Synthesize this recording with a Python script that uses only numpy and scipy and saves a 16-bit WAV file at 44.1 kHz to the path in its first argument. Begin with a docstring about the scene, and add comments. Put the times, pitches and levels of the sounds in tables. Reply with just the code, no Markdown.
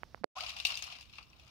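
"""The last of a stream of water gurgles into a metal basin of snails, on the left, over quiet rumble.
Before it, a knife knocks dully on snail shells on a wooden board, close on the right; a short silence
follows. Each knock is a damped swing of the board plus a shell snap. Water impacts click, echo off the
basin walls and ring the metal; trapped air bubbles sound rising notes. One loud drop lands, then the
splashing thins to single drips."""
import sys
import numpy as np
from scipy import signal
from scipy.fft import rfft, irfft
from scipy.io import wavfile
from scipy.ndimage import uniform_filter1d

SR = 44100
rng = np.random.default_rng(int(sys.argv[2]) if len(sys.argv) > 2 else 0)


def wrap_up_sound(samples):
    """Save the sound to the file named by the first command line argument, as 16-bit audio."""
    columns = np.atleast_2d(samples).T
    # keep every value between -1 and 1, then stretch to whole-number steps
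    tamed = np.clip(columns, -1, 1)
    steps = np.round(tamed * 32767).astype(np.int16)
    wavfile.write(sys.argv[1], SR, steps)


N = 66150

# knife knocks: t/s, level/dB, board f/Hz, low-pass f/Hz, 1/e decay/cycles, relative snap level/dB
KNOCKS = [(0.0336, -13.5, 740, 2520, 0.2, -32), (0.1461, -18, 600, 2250, 0.23, -33),
          (0.1767, -42.5, 920, 1400, 0.7, -42), (0.2369, -25.5, 597, 2340, 0.46, -47.5),
          (0.2425, -8.5, 466, 2350, 0.41, -17.5)]
# background spectra at the board and at the basin: f/Hz, relative level/dB
BOARD_AIR = [(20, -9.5), (62, 3.5), (110, 1.5), (300, -14), (2200, -26), (5500, -23), (7500, -39.5),
             (15000, -40)]
BASIN_AIR = [(20, -21), (54, -3.5), (63, 4.5), (74, -2.5), (200, -14.5), (500, -25.5), (1200, -24.5),
             (1700, -31.5), (5000, -48), (15000, -42.5)]
# large bubbles: t/s, length/s, start f/Hz, end f/Hz, level/dB
BUBBLES = [(.352, .050, 980, 1620, -41), (.360, .036, 745, 790, -46), (.403, .022, 1230, 1340, -48)]
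# pour envelope: t/s, spray level/dB, gurgle level/dB
POUR = [(.355, -49, -51), (0.446, -47, -49.5), (.5, -43.5, -68), (0.549, -53.5, -58), (.59, -48, -59.5),
        (0.646, -53, -85), (0.709, -39.5, -48), (0.779, -49, -71.5), (.92, -50, -59), (1, -57.5, -85),
        (1.085, -66.5, -101), (1.159, -58.5, -92), (1.28, -70, -75), (1.5, -62.5, -70.5)]
# metal basin modes: f/Hz, relative level/dB
BASIN_MODES = [(2353, -2), (2460, 1), (2712, 4), (2884, 1), (2913, 0), (3117, -3), (3639, -4), (3771, -4),
               (4015, 0), (4275, -3), (4822, -2), (5244, -3)]
# spectrum of water striking water: f/Hz, relative level/dB
SPLASH = [(100, -60), (450, -24.5), (720, -8), (900, -15), (1200, -8), (1500, -16.5), (1880, -14.5),
          (2400, -0.5), (2800, 0.5), (3200, -3.5), (5000, -6.5), (6400, -15.5), (7500, -23), (11000, -27),
          (15000, -33)]
# drops: t/s, level/dB, ping f/Hz, ping re click/dB, bass shelf/dB, treble shelf/dB
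DROPS = [(0.383, -41, 4240, -18, 4.5, -2.5), (0.407, -36, 4430, -4.5, -1, -1), (0.436, -40, 3200, -4, 1, 1),
         (0.4639, -41.5, 4650, -5, -3, -11), (0.485, -49, 3030, 4.5, 20, -6),
         (0.493, -40, 3700, -17, 0.5, 6), (.566, -39.5, 3520, -10.5, 2.5, 0),
         (0.600, -37, 3580, -3, 0.5, 4.5), (0.6509, -23.5, 2672, -2, -9, 4),
         (0.6683, -33.5, 4080, -3, -23, 10), (0.686, -50.5, 2720, 1, 8, 17), (0.703, -37.5, 2770, 2, 2, 3),
         (.742, -41.5, 4060, -0.5, -11, 0), (0.754, -49.5, 4700, 11.5, -11, 14),
         (0.773, -36.5, 2763, -9, -9.5, 6.5), (.790, -47, 3300, -5, 2, 11), (0.8236, -37.5, 6370, -5, 1, 6),
         (0.84, -45.5, 5300, -1, -1, 14), (0.877, -47, 2670, -6, 12, 4), (0.9017, -48.5, 2930, -1, 3, -6),
         (0.9236, -43, 3200, -5, 0.5, -2), (0.952, -48.5, 4030, -9, 4, -6), (0.986, -52.5, 4630, -5, 11, 4),
         (1.009, -49, 4770, -4.5, -1, 8.5), (1.027, -53, 5100, -24, -5, 3),
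         (1.096, -56.5, 3160, -8, -6, 1.5), (1.135, -50, 4100, -12, -5, -6),
         (1.155, -52, 4160, -14, -5, -5), (1.1837, -43.5, 2624, -2.5, 8, -4),
         (1.21, -58.5, 2600, -1, 24, -16), (1.228, -59.5, 4500, 3, -10, 4), (1.300, -69.5, 5650, 6, 2, 8),
         (1.331, -62.5, 2560, 3.5, 4, -1), (1.397, -57, 4100, -17, -9, 2), (1.467, -61, 3400, -7, 7, 5)]
# water balance: f/Hz, left minus right/dB
WATER_BALANCE = [(700, -0.5), (1200, 3), (2700, 2), (4200, 9), (6000, 14.5), (8500, 9), (13000, 4.5)]

TIME_S, BINS_HZ = np.arange(N) / SR, np.fft.rfftfreq(N, 1 / SR)
PING_RISE_PER_S = 8.2  # fraction of start pitch


def amp(db):
    """dB to gain."""
    return 10 ** (np.asarray(db) / 20)


def unit(x):
    """Scale to rms 1."""
    return x / np.sqrt(np.mean(x ** 2) + 1e-20)


def decay(t, t60_s):
    """Exponential fall, 60 dB in t60_s."""
    return np.exp(-np.log(1000) * t / t60_s)


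def chirp(t, hz, rise_per_s):
    """Sine rising linearly in pitch."""
    return np.sin(2 * np.pi * hz * t * (1 + rise_per_s * t / 2))


def level_db(spectrum, hz):
    """Interpolate a spectrum over log frequency."""
    f, db = np.transpose(spectrum)
    return np.interp(np.log(hz + 1), np.log(f + 1), db)


def add(mix, start_s, sound):
    """Mix in at start_s."""
    part = mix[..., max(round(start_s * SR), 0):][..., :sound.shape[-1]]
    part += sound[..., :part.shape[-1]]


def highpass(x, hz, order):
    """Butterworth high-pass."""
    return signal.sosfilt(signal.butter(order, hz, "high", fs=SR, output="sos"), x)


def colour(x, db_at, size=4096):
    """Minimum-phase filter with gain db_at(f)."""
    log_gain = np.log(amp(db_at(abs(np.fft.fftfreq(size, 1 / SR)))))
    taps = np.fft.ifft(np.exp(np.conj(signal.hilbert(log_gain)))).real[:size // 2]
    return signal.fftconvolve(x, taps[None], axes=1)[:, :x.shape[1]]


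def steady(x, size=2500):
    """Level out slow swings, keep the grain."""
    return x / np.sqrt(abs(uniform_filter1d((x ** 2).mean(0), size)) + 1e-12)


def knife(snap_hz=4400, snap_decay_s=0.00065, tail_db=-54, stopband_db=-38.5):
    """Each knock: one heavily damped board swing, a faint woody tail, a shell snap."""
    out, t = np.zeros(N), np.arange(2048) / SR
    for start_s, db, hz, cutoff_hz, cycles, snap_db in KNOCKS:
        phase = np.arctan(1 / (2 * np.pi * cycles))
        swing = np.exp(-t * hz / cycles) * np.cos(2 * np.pi * hz * t + phase)
        band = np.hanning(256) * np.sin(2 * np.pi * hz * t[:256])
        tail = signal.fftconvolve(rng.standard_normal(len(t)), band, "same")
        wood = swing + amp(tail_db) * unit(tail) * decay(t, t60_s=0.06)
        dull = colour(wood[None], lambda f: np.maximum(-10 * np.log10(1 + (f / cutoff_hz) ** 10),
                                                       stopband_db))[0]
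        snap = amp(snap_db) * np.exp(-t / snap_decay_s) * np.sin(2 * np.pi * snap_hz * t)
        add(out, start_s, amp(db) * (dull + snap))
    return out


def air(spectrum, db, right_db=4.5, correlation=0.57):
    """Outdoor rumble and faint hiss, partly alike in both ears."""
    a, b = rng.standard_normal((2, N))
    noise = np.array([a, correlation * a + np.sqrt(1 - correlation ** 2) * b])
    rumble = irfft(rfft(noise) * amp(level_db(spectrum, BINS_HZ)), N)
    return amp(db) * unit(amp([[0], [right_db]])) * unit(rumble)


def board_shift(start_s=0.209, length_s=0.032, hz=233, db=-46):
    """The board shifts under the blade: a short, sagging tone."""
    out, t = np.zeros(N), np.arange(0, length_s, 1 / SR)
    swell = np.sin(np.pi * np.sqrt(t / length_s)) ** 2
    sag = 1 - t / length_s / 6
    add(out, start_s, amp(db) * swell * np.sin(2 * np.pi * hz * t * sag))
    return out


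def bubbles(glide_power=2.4):
    """Large bubbles swell and glide up as they near the surface."""
    out = np.zeros(N)
    for start_s, length_s, start_hz, end_hz, db in BUBBLES:
        progress = np.arange(0, length_s, 1 / SR) / length_s
        hz = start_hz + (end_hz - start_hz) * progress ** glide_power
        add(out, start_s, amp(db) * np.sin(np.pi * progress) * np.sin(2 * np.pi * np.cumsum(hz) / SR))
    return out


def basin(samples=13000, slap=False, right_lag_s=0.00015, ring_db=-42):
    """Response from one spot: direct click, wall echoes, tail, metal ring; large drops add a slap."""
    out, t = np.zeros((2, samples)), np.arange(samples) / SR
    out[0, 0] = out[1, round(right_lag_s * SR)] = 1
    walls, tail, impact = (11.5, 0.04), (8.5, 0.19), (5, 0.016)  # level/dB, T60/s
    for db, t60_s in [walls, tail] + ([impact] if slap else []):
        echoes = rng.choice([-1., 1.], (2, samples)) * decay(t, t60_s)
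        out += amp(db) * echoes / np.linalg.norm(echoes[0])
    hz, db = np.transpose(BASIN_MODES)
    ring = amp(db) @ np.cos(2 * np.pi * np.outer(hz, t))
    return out + amp(ring_db) * decay(t, t60_s=0.24) * ring


def pour_gain(part):
    """Envelope of the spray or gurgle as the stream runs out."""
    times_s, spray_db, gurgle_db = np.transpose(POUR)
    return amp(np.interp(TIME_S, times_s, {"spray": spray_db, "gurgle": gurgle_db}[part]))


def spray(spots=8, rate_per_s=480, spread_db=4.5):
    """Small droplets patter at several spots in the basin."""
    out = np.zeros((2, N))
    for _ in range(spots):
        hits = rng.random(N) < rate_per_s / spots / SR
        strength = amp(spread_db * np.minimum(rng.exponential(1, N), 3))
        clicks = hits * strength * rng.choice([-1, 1], N)
        out += signal.fftconvolve(clicks[None], basin(), axes=1)[:, :N]
    return steady(colour(out, lambda f: level_db(SPLASH, f))) * pour_gain("spray")


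def spray_pings(pitches=40, rate_per_s=300, low_hz=3200, high_hz=7500, decay_cycles=10, re_spray_db=-8):
    """Tiny trapped bubbles ping in the spray, one spot per pitch."""
    out, t = np.zeros((2, N)), np.arange(1500) / SR
    for hz in np.geomspace(low_hz, high_hz, pitches):
        note = np.exp(-t * hz / decay_cycles) * chirp(t, hz, PING_RISE_PER_S)
        wet = unit(signal.fftconvolve(note[None], basin(samples=200), axes=1))
        wet *= amp(level_db(SPLASH, hz) / 2)
        for i in np.flatnonzero(rng.random(N) < rate_per_s / pitches / SR):
            add(out, i / SR, rng.standard_normal() * wet)
    return amp(re_spray_db) * unit(out) * pour_gain("spray")


def gurgle(pitches=20, rate_per_s=400, low_hz=610, high_hz=1464):
    """A crowd of small bubbles: short rising notes, one spot per pitch."""
    out, t = np.zeros((2, N)), np.arange(3000) / SR
    for hz in np.geomspace(low_hz, high_hz, pitches):
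        note = decay(t, t60_s=0.027) * chirp(t, hz, rise_per_s=2.4)
        wet = unit(signal.fftconvolve(note[None], basin(samples=4000), axes=1))
        births = (rng.random(N) < rate_per_s / pitches / SR) * rng.standard_normal(N)
        for i in np.flatnonzero(births):
            add(out, i / SR, births[i] * wet)
    return steady(colour(out, lambda f: level_db(SPLASH, f))) * pour_gain("gurgle")


def drops(bass_hz=2140, treble_hz=5840, comb_db=3, attack_s=0.0005, decay_cycles=8.5, right_lag_s=9e-5):
    """Each drop: a click echoing in the basin plus the ping of its trapped air."""
    out = np.zeros((2, N))
    energy_span_s = 0.0061  # click energy equals its table level held this long
    for start_s, db, hz, ping_db, bass_db, treble_db in DROPS:
        echo_s = 0.0014 * rng.uniform(0.49, 1)  # nearest wall

        def tone_db(f):
            comb = comb_db * np.cos(2 * np.pi * f * echo_s)
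            bass = bass_db / (1 + (f / bass_hz) ** 14)
            treble = treble_db * (1 - 1 / (1 + (f / treble_hz) ** 8))
            return level_db(SPLASH, f) + comb + bass + treble
        click = colour(basin(slap=True), tone_db)
        samples = click.shape[1]
        t = np.maximum(np.arange(samples) / SR - np.array([[0], [right_lag_s]]), 0)
        envelope = (1 - np.exp(-t / attack_s)) ** 2 * np.exp(-t * hz / decay_cycles)
        ping = highpass(envelope * chirp(t, hz, PING_RISE_PER_S), 0.75 * hz, order=4)
        drop = unit(click) + amp(ping_db) * unit(ping)
        add(out, start_s, amp(db) * np.sqrt(energy_span_s * SR / samples) * drop)
    return out


def pan_water(x):
    """Place the water left, mostly in the treble."""
    ratio = amp(level_db(WATER_BALANCE, BINS_HZ))
    gains = np.array([ratio, np.ones(len(ratio))]) / np.sqrt((1 + ratio ** 2) / 2)
    return irfft(rfft(x) * gains, N)


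def scene(silence_from_s=0.25, silence_to_s=0.353, fade_out_s=0.07, fade_in_s=0.016, board_left_db=-28):
    """Knife, short silence, water."""
    fade_out = np.clip((silence_from_s - TIME_S) / fade_out_s, 0, 1)
    fade_in = np.clip((TIME_S - silence_to_s) / fade_in_s, 0, 1)
    water = pan_water(drops() + spray() + spray_pings() + gurgle() + bubbles())
    at_basin = water + air(BASIN_AIR, db=-62.5)
    board = highpass(knife() + board_shift(), hz=103, order=2) * amp([[board_left_db], [0]])
    return board + fade_out * air(BOARD_AIR, db=-60.5) + fade_in * at_basin


def record(dry, cutoff_hz=15800):
    """Steep low-pass band limit."""
    taps = signal.firwin(511, cutoff_hz, window=("kaiser", 9), fs=SR)
    return signal.oaconvolve(dry, taps[None], "same")


dry = scene()
out = record(dry)
wrap_up_sound(out)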